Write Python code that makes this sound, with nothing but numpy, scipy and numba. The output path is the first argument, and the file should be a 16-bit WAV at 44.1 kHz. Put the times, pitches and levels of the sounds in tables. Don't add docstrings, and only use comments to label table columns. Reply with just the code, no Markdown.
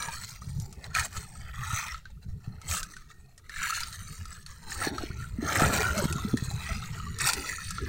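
import sys
import numpy as np
from scipy import signal
from scipy.io import wavfile
from scipy.ndimage import uniform_filter1d
from numba import njit

SR = 44100
rng = np.random.default_rng(int(sys.argv[2]) if len(sys.argv) > 2 else 0)


def generate_wav(sig):
    pcm = np.round(np.clip(np.atleast_2d(sig).T, -1, 1) * 32767).astype(np.int16)
    wavfile.write(sys.argv[1], SR, pcm)


N = 347508
FRAME = 512


def undb(db):
    return 10 ** (np.asarray(db) / 20)


def unit(x):
    return x / np.sqrt(np.mean(x ** 2))


def curve(table, s):
    times, *columns = np.transpose(table)
    return [np.interp(s, times, c) for c in columns]


def slope(points, hz):
    f, db = np.transpose(points)
    return np.interp(np.log(hz + 1), np.log(f), db)


def walk(rate_hz):
    hold = int(SR / rate_hz)
    steps = np.repeat(rng.standard_normal(N // hold + 1), hold)
    return uniform_filter1d(steps, hold // 2 + 1)[:N]


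def patches(shape, wide, long):
    field = uniform_filter1d(rng.standard_normal(shape), int(wide), axis=0)
    field = uniform_filter1d(field, int(long), axis=1)
    return unit(uniform_filter1d(field, int(long) // 3, axis=1))


def colour(x, gain_db, size):
    overlap = 3 * size // 4
    hz, s, z = signal.stft(x, SR, nperseg=size, noverlap=overlap)
    shaped = z * undb(gain_db(hz[:, None], s))
    return signal.istft(shaped, SR, nperseg=size, noverlap=overlap)[1][:N]


@njit
def ring(n, start, omega, decay, rise, glide, size):
    out = np.zeros(n)
    for k in range(len(start)):
        slow, fast, w, phase, i = size[k], size[k], omega[k], 0., start[k]
        while slow > .003 * size[k] and i < n:
            out[i] += (slow - fast) * np.sin(phase)
            phase += w
            w *= glide[k]
            slow *= decay[k]
            fast *= rise[k]
            i += 1
    return out


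def bubbles(s, hz, db, cycles, glide, rise_share):
    length = cycles * SR / hz
    decay = np.exp(-np.log(1000) / length)
    start = (s * SR).astype(np.int64)
    omega = 2 * np.pi * hz / SR
    return ring(N, start, omega, decay, decay ** (1 / rise_share), (1 + glide) ** (1 / length), undb(db))


def bursts(s, db, tick_s, tail_db, tail_s, lo_hz, hi_hz):
    hits = np.zeros(N)
    hits[(s * SR).astype(int)] = undb(db)
    tick = signal.lfilter([1], [1, -np.exp(-1 / (tick_s * SR))], hits)
    tail = signal.lfilter([1], [1, -np.exp(-1 / (tail_s * SR))], hits)
    band = signal.butter(2, [lo_hz, hi_hz], "band", fs=SR, output="sos")
    noise = unit(signal.sosfilt(band, rng.standard_normal(N)))
    return signal.sosfilt(band, hits) + (tick + undb(tail_db) * tail) * noise


def housing_db(hz):
    # f/Hz, width/Hz, lift/dB
    resonances = [(1300, 190, 13), (1828, 250, 6.5), (2510, 86, 3), (4216, 850, 8), (6080, 1950, 5)]
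    return sum(db / (1 + (2 * (hz - f) / width) ** 4) for f, width, db in resonances)


def hiss():
    return undb(-72.5) * rng.standard_normal(N)


def rumble(gust_db=2.5, patchy_db=4.5):
    # t/s, level/dB, upper rumble trim/dB
    course = [(0.0, -41, -22), (0.35, -45.5, -25), (0.57, -28.5, -35), (0.75, -42, -15.5), (1.73, -38, -34),
              (2.02, -46.5, -33), (2.5, -36.5, -23.5), (3.27, -58.5, -15), (4.03, -40, -27.5),
              (4.6, -47, -20), (4.94, -40, -1), (5.29, -37.5, -26.5), (5.44, -30.5, -9), (5.7, -25, -7),
              (5.95, -31, -16), (6.36, -33.5, -12), (6.52, -33, -25), (7.07, -32.5, -28),
              (7.42, -42.5, -1.5), (7.72, -43, -37), (7.82, -32.5, -11)]
    # f/Hz, level/dB
    sea = [(20, 5.5), (32, -16), (55, 5), (100, -2.5), (170, -7.5), (450, -3.5), (600, -44)]
    flutter = walk(30) + .5 * walk(16)
    raw = rng.standard_normal(N) * undb(gust_db * flutter)

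    def gain_db(hz, s):
        level_db, upper_db = curve(course, s)
        deep = np.clip((70 - hz) / 30, 0, 1) * (-47.5 - level_db) * 0.72
        upper = np.clip((hz - 170) / 100, 0, 1) * upper_db
        shifts = patchy_db * patches((len(hz), len(s)), 2., 4.)
        return slope(sea, hz) + deep + upper - 60 * (hz > 600) + shifts

    level_db = curve(course, np.arange(N) / SR)[0]
    return undb(level_db) * unit(colour(raw, gain_db, size=4 * FRAME))


def buffets():
    # t/s, strength/dB, starting f/Hz, cycles to fade
    hits = [(1.732, -16, 106, 7), (2.476, -19.5, 123, 7), (4.871, -12.5, 337, 6.1), (5.036, -17, 346, 7.6),
            (5.104, -18.5, 115, 2.8), (5.385, -18, 234, 15), (5.426, -17, 320, 14), (5.621, -3.5, 264, 2.6),
            (6.022, -18.5, 400, 15), (6.04, -12.5, 148, 3.6), (6.054, -8, 192, 4.3), (6.158, -13, 143, 4.2),
            (6.248, -15, 213, 12.5), (6.333, -12, 136, 8.7), (6.34, -7, 260, 9), (6.424, -12.5, 136, 3.8)]
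    s, db, hz, cycles = np.transpose(hits)
    return bubbles(s, hz, db, cycles, -0.24, 0.25)


def whine():
    # t/s, f/Hz, strength/dB, cycles to fade
    tone = [(3.059, 1857, -45.5, 1000)]
    return bubbles(*np.transpose(tone), 0., 0.74)


def glugs():
    # t/s, strength/dB, starting f/Hz, cycles to fade, pitch rise as a share
    pockets = [(0.419, -34, 1150, 43, 0.6), (6.51, -35, 785, 68, 0.23), (6.69, -34.5, 667, 80, -0.05),
               (6.825, -29, 1230, 45, 0.6), (6.95, -48, 646, 69, 0.57), (7.0, -27, 1244, 47, 0.2),
               (7.065, -30, 1142, 89, 0.11), (7.814, -31, 395, 70, -0.16)]
    s, db, hz, cycles, glide = np.transpose(pockets)
    return bubbles(s, hz, db, cycles, glide, 0.23)


def drops(splat_db=-23.5, bell_db=-5.0):
    # t/s, level/dB (splat and bubble are trimmed from it), bubble f/Hz, tick re level/dB
    falls = [(0.024, -19.5, 3970, -15), (0.084, -22, 914, -34), (0.6, -52, 4460, 15), (0.727, -47, 1310, 7),
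             (0.842, -24.5, 4030, -20.5), (0.9502, -11.5, 2420, -14.5), (0.9955, -22, 1370, 2),
             (1.003, -25, 1350, -18), (1.1658, -23.5, 1300, -11.5), (1.944, -22.5, 1315, -33),
             (2.0547, -29.5, 1540, -49), (2.616, -38, 1310, -3.5), (2.713, -22.5, 2420, -3),
             (2.8308, -26.5, 1530, -1), (2.937, -32, 1860, -18), (2.9661, -29.5, 1490, -14),
             (3.3787, -43.5, 1870, 0.5), (3.495, -26, 1800, -15), (3.561, -22.5, 1760, -22),
             (3.8045, -18, 4080, -9), (3.8336, -15.5, 4840, -23), (3.927, -26.5, 4200, -11.5),
             (4.255, -32, 1310, -7), (4.4629, -25.5, 4360, -13), (4.719, -21.5, 1790, -30),
             (4.9813, -18, 1295, -22), (5.224, -30.5, 1800, -23), (5.9786, -20.5, 1290, -3.5),
             (6.126, -24.5, 2570, -1.5), (6.183, -25, 1100, -31), (6.3727, -21, 1810, -12),
             (7.187, -28.5, 1290, 2), (7.289, -12.5, 1390, -7.5), (7.334, -20, 2580, 0),
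             (7.7075, -27, 1330, -0.5), (7.783, -19.5, 1370, -44)]
    s, db, hz, tick_db = np.transpose(falls)
    splats = bursts(s, db + splat_db, 0.0033, -11.5, 0.044, 1200, 4230)
    housed_splats = colour(splats, lambda hz, s: housing_db(hz), size=FRAME)
    ticks = bursts(s, db + tick_db, 0.00026, -6.0, 0.0072, 3900, 8970)
    bells = bubbles(s, hz, db + bell_db, 64.0, 0.024, 0.12)
    return housed_splats + ticks + bells


def water(s):
    # t/s, level/dB, heavy slosh trim/dB, fine spray trim/dB
    trickle = [(0.06, -33.5, -17.5, -13.5), (0.33, -48, -20.5, -4.5), (0.68, -63.5, -1, -0.5),
               (0.9, -51.5, -5, -18), (1.23, -51, -17, -3.5), (1.5, -51, -9, -18), (2.2, -70.5, -1, -10),
               (2.6, -58.5, -6, -13), (2.92, -55.5, -18.5, -8), (3.33, -68, -6, -16), (3.9, -45, -27, -4.5),
               (4.6, -56, -8, -9.5), (5.0, -40, -0.5, -14.5), (5.33, -56, -14, -11),
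               (5.95, -36.5, -10, -12.5), (6.4, -47, -8, -6.5), (6.7, -36.5, -13, -14),
               (7.15, -44.5, -19, -14), (7.45, -37, -8.5, -6), (7.88, -44.5, -40, -16)]
    # peak t/s, swell/s, fade/s, level/dB, heavy slosh trim/dB, fine spray trim/dB
    splashes = [(0.859, 0.061, 0.022, -41.5, -11, -15), (0.975, 0.055, 0.13, -22.5, -17.5, -13.5),
                (1.055, 0.041, 0.032, -38, -3, -4.5), (1.164, 0.084, 0.071, -41, -7, -6.5),
                (1.769, 0.4, 0.31, -30.5, -22.5, -13), (2.754, 0.14, 0.12, -29.5, -21.5, -6),
                (3.702, 0.31, 0.26, -28, -28.5, -12), (4.72, 0.11, 0.34, -43.5, -31, -4.5),
                (4.844, 0.084, 0.077, -23, -9, -13), (5.23, 0.18, 0.096, -44, -34, -14),
                (5.618, 0.3, 0.16, -22, -5.5, -12.5), (5.81, 0.47, 0.17, -25.5, -3.5, -10.5),
                (6.049, 0.42, 0.03, -35, -1.5, -7.5), (7.215, 0.03, 0.036, -26.5, -16, -8),
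                (7.276, 0.073, 0.11, -25.5, -7.5, -3.5)]
    arch_db, arch_power = 43, 1.91
    fine_lag_db_per_s = 16.5
    trickle_db, *trickle_tone = curve(trickle, s)
    power = undb(2 * trickle_db)
    slosh, fine = (power * undb(2 * db) for db in trickle_tone)
    for peak, swell, fade, db, slosh_db, fine_db in splashes:
        away = np.where(s < peak, (peak - s) / swell, (s - peak) / fade)
        arch = undb(2 * (db - arch_db * np.minimum(away, 3) ** arch_power))
        late_fine_db = fine_db - fine_lag_db_per_s * np.clip(peak - s, 0, 1)
        power = power + arch
        slosh = slosh + arch * undb(2 * slosh_db)
        fine = fine + arch * undb(2 * late_fine_db)
    return 10 * np.log10([power, slosh / power, fine / power])


def gurgle(count=500, below_db=0.0, spread_db=4.0):
    when, pitch, size, life, bend = rng.random((count, 5)).T
    s = when * N / SR
    hz = 850 * 4.5 ** pitch ** 1.3
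    size_db = -spread_db * np.log(1 - 0.66 * size)
    db = water(s)[0] + below_db + size_db + 1.14 * housing_db(hz)
    return bubbles(s, hz, db, 20 + 30 * life, 0.68 * bend - .15, 0.52)


def droplets(count=9000, spread_db=2.5, tilt_db=5.5):
    when, pitch, size, life, bend = rng.random((count, 5)).T
    hz = 500 * 22 ** pitch
    db = tilt_db * np.log2(hz / 1000) - spread_db * np.log(1 - .98 * size)
    return unit(bubbles(when * N / SR, hz, db, 5 + 25 * life, .5 * bend - .1, 0.017))


def stream(rate_hz=700., spread_db=0.5, crackle_db=-2.0, fizz_db=-3, sputter_db=3.0,
           patchy_db=5.0, notch_db=26.0, flicker_db=1.0, drift=0.035):
    # f/Hz, level/dB
    spray = [(450, -4), (820, 4), (1200, -11), (2000, -6.5), (3300, -10), (4200, -8), (8800, 0),
             (10200, -13), (16000, -4.5)]
    chance = rng.random((N, 2)).T
    click_size = undb(-spread_db * np.log(1 - .97 * chance[1])) * rng.standard_normal(N)
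    clicks = (chance[0] < rate_hz / SR) * click_size
    fizz = undb(fizz_db) * rng.standard_normal(N)
    raw = droplets() + fizz + undb(crackle_db) * unit(clicks)
    knots = np.arange(0, N, 64)
    flow_db = np.interp(np.arange(N), knots, water(knots / SR)[0])
    uneven = np.clip((-23.0 - flow_db) / 36.3, .3, 1)
    raw = raw * undb(sputter_db * uneven * (walk(60) + 1.2 * walk(32)))

    def gain_db(hz, s):
        level_db, slosh_db, fine_db = water(s)
        thin = np.clip((-13 - level_db) / 17.6, .25, 1)
        low = np.clip((1150 - hz) / 230, 0, 1)
        high = np.clip((hz - 2100) / 3000, 0, 1)
        shape = len(hz), len(s)
        wander = 1 + drift * patches(shape, 13.0, 22.0)
        holes = -notch_db * np.clip(patches(shape, 1.8, 108.4) - .7, 0, None)
        shimmer = patchy_db * patches(shape, 2., 53.0) + flicker_db * patches(shape, 18., 6.)
        shifts = thin * (shimmer + holes)
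        lift = housing_db(hz * wander) * np.where(hz > 2100, np.maximum(thin, .4), 1)
        body = slope(spray, hz) - 60 * (hz < 400)
        return body + lift + low * slosh_db + high * fine_db + shifts

    return undb(flow_db) * unit(colour(unit(raw), gain_db, size=FRAME))


def scene():
    background = hiss() + rumble() + buffets() + whine()
    return (background + glugs() + drops() + gurgle() + stream())[None]


def record(dry):
    return signal.sosfilt(signal.ellip(10, .2, 60, 15800, fs=SR, output="sos"), dry)


dry = scene()
out = record(dry)
generate_wav(out)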